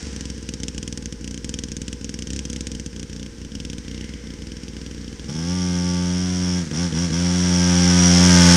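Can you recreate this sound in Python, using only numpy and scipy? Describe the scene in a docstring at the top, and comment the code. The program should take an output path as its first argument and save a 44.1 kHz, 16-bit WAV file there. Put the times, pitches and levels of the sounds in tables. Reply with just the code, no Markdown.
"""A small two-stroke bike rolls away over dry leaves, idling and firing only on some turns.
Each firing thumps through the muffler, spits gas and rings the cylinder's fins.
From about 3 s the bike turns round: the cracks dull and the chain rattles.
At 5.3 s the throttle opens and every turn fires; from 6.6 s it shuts briefly three times.
The bike then buzzes up to the microphone, leaves snapping under its tyres."""
import sys
import numpy as np
from scipy import signal
from scipy.io import wavfile
from scipy.ndimage import uniform_filter1d

SR = 44100
rng = np.random.default_rng(int(sys.argv[2]) if len(sys.argv) > 2 else 0)


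def digitize_waveform(pressure):
    """Quantize a signal to 16-bit integers and store it at the path in sys.argv[1].

    Rows of a 2-D input are taken as channels; values are limited to [-1, 1].
    """
    field = np.atleast_2d(pressure).T
    bounded = np.clip(field, -1, 1)
    quanta = np.round(bounded * 32767).astype(np.int16)
    wavfile.write(sys.argv[1], SR, quanta)


N = 377496
T = np.arange(N) / SR
IDLE_HZ = 61  # mean crank speed

# Spectra. Each row: frequency in Hz, relative level in dB.
THUMP_SPECTRUM = [(25, -40), (70, 9.5), (120, -1), (155, 5.5), (225, 6), (320, 2), (400, -14.5), (490, 2),
                  (650, -40), (1100, -43.5), (1600, -16.5), (2300, -44), (6000, -77)]
SUCK_SPECTRUM = [(25, -29), (80, -5.5), (150, 0), (225, 7.5), (290, -1), (390, -19.5), (465, -9),
                 (560, -29), (700, -37.5), (2000, -69)]
CRACK_SPECTRUM = [(400, -22), (1100, -12), (1650, -2), (2300, 2), (3100, 10.5), (4100, 0.5), (5200, 7.5),
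                  (6200, 12.5), (7500, 5.5), (9500, -2), (14000, -8)]
CRACK_TURNED_SPECTRUM = [(400, -36), (1100, -16), (1650, -20), (2400, -7.5), (3100, 3), (4100, -9),
                         (5500, 0.5), (7500, -16), (14000, -15)]
NOTE_SPECTRUM = [(30, -54), (88, -3), (150, 0.5), (177, 3), (265, -5.5), (354, -12.5), (442, -21.5),
                 (530, -16), (640, -64.5), (1000, -37.5), (3000, -94)]
BUZZ_SPECTRUM = [(300, -25.5), (620, 0), (710, -1), (800, 2.5), (890, 5), (1060, -7.5), (1170, 3),
                 (1330, -5.5), (1580, 5), (1800, -12), (2150, -1.5), (2500, -13.5), (3350, 0),
                 (4100, -18.5), (9000, -13)]
RASP_SPECTRUM = [(40, -9), (220, -1), (450, -8), (700, -6), (1100, -5), (1600, 0), (2200, 4), (2550, 1),
                 (3350, 6.5), (4000, -3), (5500, 12.5), (7500, -3), (9700, -3.5), (13500, -26)]
PUMP_SPECTRUM = [(25, -56), (45, 5), (62, 3), (120, -13.5), (180, -33), (240, -80), (310, -19), (400, -21),
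                 (440, -10), (485, -5.5), (560, -26), (700, -57.5), (4000, -96)]
CLATTER_SPECTRUM = [(350, -37), (600, -20), (684, -3), (833, 5), (1110, -14.5), (1600, 9), (1760, 5),
                    (2600, 1), (3010, 4.5), (4120, -1), (5720, 8), (7530, -3.5), (8700, -2), (10600, -31),
                    (13800, -20)]
CHAIN_SPECTRUM = [(800, -18), (1600, -7), (2100, 8), (2600, -10), (3100, 0), (4500, -28)]
LEAF_SPECTRUM = [(100, -7), (450, 1), (1000, -4.5), (1700, 4), (3000, -4.5), (6000, 2.5), (10000, -11.5),
                 (14000, -19)]
AIR_SPECTRUM = [(20, -10), (45, -3.5), (100, -5), (300, -3.5), (520, -20.5), (700, -31), (1500, -26),
                (5000, -46), (14000, -30.5)]
MICROPHONE_SPECTRUM = [(20, 0), (9700, -0.5), (10400, -17), (14000, -15.5)]
# Cooling fins and muffler shell. Each row: frequency in Hz, width in Hz, relative level in dB.
FIN_MODES = [(3330, 330, -12), (4920, 80, -4), (5208, 42, 6), (5562, 45, 9), (5740, 120, 3), (6020, 150, 3),
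             (6430, 40, -2), (9740, 40, -12)]
LOOSE_FIN_MODES = [(5748, 60, 0)]
SHELL_MODES = [(852, 12, 5.5), (1010, 23, 4), (1654, 84, -5.5)]
# Level curves. Each row: time in seconds, relative level in dB.
NOTE_DB = [(5.26, -27), (5.38, -26), (5.5, -23.5), (5.8, -23), (6.35, -23), (6.8, -22), (7.35, -20.5),
           (7.75, -17.5), (8.48, -12), (8.56, -13)]
LOOSE_FIN_DB = [(6.55, -4), (6.82, -2.5), (7.25, -1.5), (7.85, -3), (8.07, 2), (8.3, -12)]
CHAIN_DB = [(0, -75), (3.5, -69), (4.05, -48), (4.4, -56), (5.3, -59)]
LEAVES_DB = [(0, -41), (.4, -56.5), (1.2, -74.5), (7, -38.5), (7.9, -30.5), (8.3, -24.5), (8.56, -20)]
# Runs of idle pops. Each row: first and last pop in seconds, pop count, relative crack level in dB.
POP_RUNS = [(0.027, 0.068, 2, -35), (0.162, 0.3, 4, -28), (0.379, 0.427, 2, -36), (0.489, 0.537, 2, -24),
            (0.633, 0.682, 2, -24), (0.779, 0.974, 5, -25), (1.057, 1.124, 2, -28),
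            (1.243, 1.376, 5, -29.5), (1.444, 1.636, 5, -23.5), (1.717, 1.816, 3, -26),
            (1.88, 1.928, 2, -25.5), (2.044, 2.189, 4, -27), (2.222, 2.271, 2, -27.5),
            (2.303, 2.391, 4, -26), (2.452, 2.499, 2, -26), (2.53, 2.561, 2, -25), (2.607, 2.669, 2, -24),
            (2.716, 2.749, 2, -27.5), (2.797, 2.861, 2, -27.5), (2.962, 3.029, 3, -31),
            (3.096, 3.262, 6, -32.5), (3.415, 3.448, 2, -35), (3.551, 3.699, 4, -28),
            (3.731, 3.782, 2, -29), (3.880, 4.042, 6, -32.5), (4.091, 4.137, 2, -34),
            (4.270, 4.337, 3, -36), (4.42, 4.567, 4, -34), (4.633, 4.681, 2, -32.5), (4.766, 4.911, 4, -33),
            (4.946, 5.044, 4, -38), (5.078, 5.127, 2, -35), (5.195, 5.290, 3, -35)]
# Swing of the exhaust pipe. Each row: time in seconds, share turned away from 0 to 1.
PIPE_TURNED = [(2.8, 0), (3.3, 0.53), (3.6, 0.56), (4.1, 1)]
# Open throttle, two consecutive spans. 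Each row: time in seconds, crank speed in Hz.
CRANK_HZ = [
    [(5.26, 67.5), (5.298, 69.6), (5.35, 77.8), (5.462, 86.1), (5.542, 90.7), (5.736, 88.4), (6.114, 89.0),
     (6.244, 90.7), (6.56, 89.4)],
    [(7.24, 88.2), (7.408, 89.6), (7.54, 88.5), (7.996, 88.7), (8.04, 88.0), (8.188, 88.3), (8.272, 89.4),
     (8.376, 87.7), (8.56, 87.0)],
]
# Throttle cuts. Each row: shut time in seconds, reopen time in seconds.
SHUTS_S = [(6.589, 6.712), (6.850, 6.924), (7.046, 7.103)]


def driving(knock_turns=.52, steady_hz=85, treble_dip=1.6, ring_pulsing=.68, ref_db=-20):
    """Under throttle every turn fires: exhaust note, knock buzz, gas rasp and fin ring."""
    hz, dip_db = throttling()
    note_db = curve(NOTE_DB)
    # The treble grows faster than the note and dips deeper.
    rise_db, treble_db = note_db - ref_db, treble_dip * dip_db
    rasp_db = -33 + 1.37 * rise_db + treble_db
    buzz_db = -34 + 1.47 * rise_db + treble_db
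    ring_db = -31 + 1.58 * rise_db + treble_db
    turns = np.cumsum(hz) / SR
    fire_s = strokes(turns)
    uneven = 1 + np.clip(steady_hz - np.interp(fire_s, T, hz), 0, 10)
    fire_s = fire_s + 18e-6 * uneven * rng.standard_normal(len(fire_s))
    force = scatter(fire_s, spread_db=.25 * uneven)
    exhaust = amp(note_db + dip_db) * unit(colour(clicks(fire_s, force), NOTE_SPECTRUM))
    knocks = clicks(fire_s + knock_turns / np.interp(fire_s, T, hz), force)
    since_knock = (turns - knock_turns) % 1
    flare = .33 + np.sin(np.pi * np.sqrt(since_knock)) ** 2
    rasp = amp(rasp_db) * unit(colour(flare * noise(), RASP_SPECTRUM))
    buzz = amp(buzz_db) * ground(colour(knocks, BUZZ_SPECTRUM))
    ring_flare = flare ** ring_pulsing
    fins = ringing(knocks, FIN_MODES) + .6 * ringing(noise(), FIN_MODES)
    fins = unit(ring_flare * ground(fins, gain=.2, sway_s=.00008))
    loose_fin = amp(curve(LOOSE_FIN_DB)) * unit(ring_flare * ringing(noise(), LOOSE_FIN_MODES))
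    return exhaust + buzz + rasp + amp(ring_db) * (fins + loose_fin)


def throttling(coast_hz_per_s=160, sink_db_per_s=118, pickup_s=.06, return_s=.022):
    """Crank speed and level dip: both sink while shut; the level recovers first."""
    hz = curve(CRANK_HZ[0] + CRANK_HZ[1])
    dip_db = np.zeros(N)
    for shut_s, reopen_s in SHUTS_S:
        coasted_s = np.clip(T - shut_s, 0, reopen_s - shut_s)
        open_s = np.maximum(T - reopen_s, 0)
        hz -= coast_hz_per_s * coasted_s * np.exp(-(open_s / pickup_s) ** 2)
        dip_db -= sink_db_per_s * coasted_s * np.exp(-(open_s / return_s) ** 2)
    return hz, dip_db


def popping(lag_s=.000821, snap_s=.002, tail_s=.0066, ring_lag_s=.0037, ring_decay_s=.0033):
    """Single firings: a low thump, a shock with a spit of gas behind it, a brief fin ring."""
    fire_s, crack_db = idle_firings()
    crack_db = crack_db + .3 * rng.standard_normal(len(fire_s))
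    thump_db = -.5 + .36 * (crack_db + 25)
    # Charge gathered while the throttle is shut goes off as one dull pop.
    reopenings = [(reopen_s, -30, 3.5) for _, reopen_s in SHUTS_S]
    fire_s, crack_db, thump_db = np.hstack([[fire_s, crack_db, thump_db], np.transpose(reopenings)])
    fire_s = fire_s + lag_s
    thump = colour(clicks(fire_s, amp(thump_db)), THUMP_SPECTRUM)
    # A turn later the port opens on the cooled cylinder and sucks gas back.
    suck = .5 * colour(clicks(fire_s + .975 / IDLE_HZ, amp(thump_db)), SUCK_SPECTRUM)
    t = T[:SR // 25]
    burst = np.exp(-t / snap_s) + amp(-12) * np.exp(-t / tail_s)
    shock = clicks(fire_s, amp(crack_db))
    spit = .55 * shock + convolve(shock, burst / np.linalg.norm(burst)) * noise()
    # The pipe beams treble backwards, so turning dulls the cracks.
    turned = curve(PIPE_TURNED)
    cracks = (1 - turned) * colour(spit, CRACK_SPECTRUM) + turned * colour(spit, CRACK_TURNED_SPECTRUM)
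    ring_envelope = convolve(clicks(fire_s + ring_lag_s, amp(crack_db)), np.exp(-t / ring_decay_s))
    ring = ring_envelope * ringing(noise(), FIN_MODES)
    return thump - suck + amp(19) * cracks + amp(-5) * ring


def idle_firings(pause_s=.078, catch_db=-8):
    """Pop times and crack levels; after a pause the engine catches weakly two turns early."""
    pops = []
    for first_s, last_s, count, db in POP_RUNS:
        if pops and first_s - pops[-1][0] > pause_s:
            pops.append((first_s - 2 / IDLE_HZ, db + catch_db))
        pops += [(s, db) for s in np.linspace(first_s, last_s, count)]
    return np.transpose(pops)


def idling(lag_s=.00292, db_per_hz=.5, close_db=3, recede_s=.24, slap_turns=.053):
    """Fired or not, every turn pumps air through the muffler and rattles the piston."""
    turns = idle_turns()
    hz = uniform_filter1d(np.gradient(turns) * SR, size=SR // 10)
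    speed_db = db_per_hz * (hz - IDLE_HZ)
    stroke_s = strokes(turns)
    pump = unit(colour(clicks(stroke_s + lag_s, -scatter(stroke_s, spread_db=2)), PUMP_SPECTRUM))
    rattle = noise() * (2 + np.exp(-(turns % 1) / slap_turns))
    clatter = unit(colour(rattle, CLATTER_SPECTRUM))
    clatter += amp(-9) * ringing(rattle, FIN_MODES) + amp(-13) * ringing(rattle, SHELL_MODES)
    near_db = close_db * np.exp(-T / recede_s)
    return amp(-38.5 + speed_db) * pump + amp(-49 + speed_db + near_db) * clatter


def idle_turns():
    """Crank angle in turns; a whole number of them lies between firings."""
    fire_s = idle_firings()[0]
    fire_s = np.concatenate([[fire_s[0] - 2 / IDLE_HZ], fire_s, [fire_s[-1] + 10]])
    gap_turns = np.round(np.diff(fire_s, prepend=fire_s[0]) * IDLE_HZ)
    return np.interp(T, fire_s, np.cumsum(np.maximum(gap_turns, 0)))


def chain():
    """Chain rattle as a band of noise, loudest as the bike turns."""
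    return amp(curve(CHAIN_DB)) * unit(colour(noise(), CHAIN_SPECTRUM))


def leaves(snaps_per_s=4000, spread_db=2.5):
    """Dry leaves snap under the tyres while the bike is near."""
    snaps = noise() * (rng.random(N) < snaps_per_s / SR)
    snaps *= amp(spread_db * np.minimum(rng.exponential(1, N), 3))
    return amp(curve(LEAVES_DB)) * unit(colour(snaps, LEAF_SPECTRUM))


def ground(x, gain=.66, sway_s=.000417):
    """Adds two echoes off uneven ground, their paths shifting as the bike moves; rms 1."""
    echoes = sum(np.interp(T - delay_s - sway_s * wander(top_hz=1.6), T, x) for delay_s in (.003, .008))
    return unit(x + gain * echoes)


def trees(x, t60_s=.16, delay_s=.048, echoes_per_s=1500):
    """Scattered echoes off the trunks round the field."""
    t = T[:SR]
    taps = rng.standard_normal(SR) * (rng.random(SR) < echoes_per_s / SR)
    taps *= (t > delay_s) * amp(-60 * t / t60_s)
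    return convolve(x, taps / np.linalg.norm(taps))


def open_air():
    """Steady, mostly low background noise."""
    return amp(-42) * colour(noise(), AIR_SPECTRUM)


def amp(db):
    """Decibels to gain."""
    return 10 ** (np.asarray(db) / 20)


def unit(x):
    """Scales to rms 1."""
    return x / np.sqrt(np.mean(x ** 2) + 1e-20)


def noise():
    """White noise of rms 1."""
    return rng.standard_normal(N)


def curve(rows):
    """A time table at every sample."""
    return np.interp(T, *np.transpose(rows))


def convolve(x, impulse):
    """Convolution cut to N samples."""
    return signal.oaconvolve(x, impulse)[:N]


def response(spectrum):
    """Minimum-phase impulse response of energy 1."""
    hz, db = np.transpose(spectrum)
    bin_hz = abs(np.fft.fftfreq(8192, 1 / SR))
    log_gain = np.log(amp(np.interp(np.log(bin_hz + 1), np.log(hz), db)))
    impulse = np.fft.ifft(np.exp(np.conj(signal.hilbert(log_gain)))).real[:len(bin_hz) // 2]
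    return impulse / np.linalg.norm(impulse)


def colour(x, spectrum):
    """Filters x by a spectrum."""
    return convolve(x, response(spectrum))


def ringing(x, modes):
    """Rings damped metal modes with x; rms 1."""
    t = T[:SR // 16]
    impulse = sum(amp(db) * np.sqrt(width_hz) * np.exp(-np.pi * width_hz * t) * np.sin(2 * np.pi * hz * t)
                  for hz, width_hz, db in modes)
    return unit(convolve(x, impulse))


def clicks(times_s, gains):
    """Windowed-sinc impulses, timed between samples."""
    place = np.asarray(times_s)[:, None] * SR
    index = np.floor(place).astype(int) + np.arange(-7, 9)
    shape = np.sinc(index - place) * np.sinc((index - place) / 8)
    inside = (index >= 0) & (index < N)
    return np.bincount(index[inside], (shape * gains[:, None])[inside], N)


def strokes(turns):
    """Times in seconds at which the crank completes a turn."""
    return np.interp(np.arange(np.ceil(turns[0]), turns[-1]), turns, T)


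def scatter(times_s, spread_db):
    """A random gain per stroke."""
    return amp(spread_db * rng.standard_normal(len(times_s)))


def wander(top_hz):
    """Smooth random drift of rms 1."""
    rates_hz = np.geomspace(top_hz / 5, top_hz, 12)
    return unit(sum(np.sin(2 * np.pi * (hz * T + rng.random())) for hz in rates_hz))


def scene(throttle_s=5.285, opening_s=.034, echo_db=-23):
    """Idle gives way to open throttle, amid trees and open air."""
    throttle = np.clip((T - throttle_s) / opening_s + .5, 0, 1)
    bike = (1 - throttle) * (idling() + chain()) + popping() + throttle * driving() + leaves()
    return (bike + open_air() + amp(echo_db) * trees(bike))[None]


def record(dry, knee=7, cutoff_hz=13900):
    """Microphone: dull top, soft clip at full scale, band limit."""
    microphone = response(MICROPHONE_SPECTRUM)
    heard = signal.oaconvolve(dry, microphone[None] / microphone.sum())[:, :N]
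    clipped = heard / (1 + abs(heard) ** knee) ** (1 / knee)
    lowpass = signal.firwin(255, cutoff_hz, window=("kaiser", 9), fs=SR)
    return signal.oaconvolve(clipped, lowpass[None], "same")


dry = scene()
out = record(dry)
digitize_waveform(out)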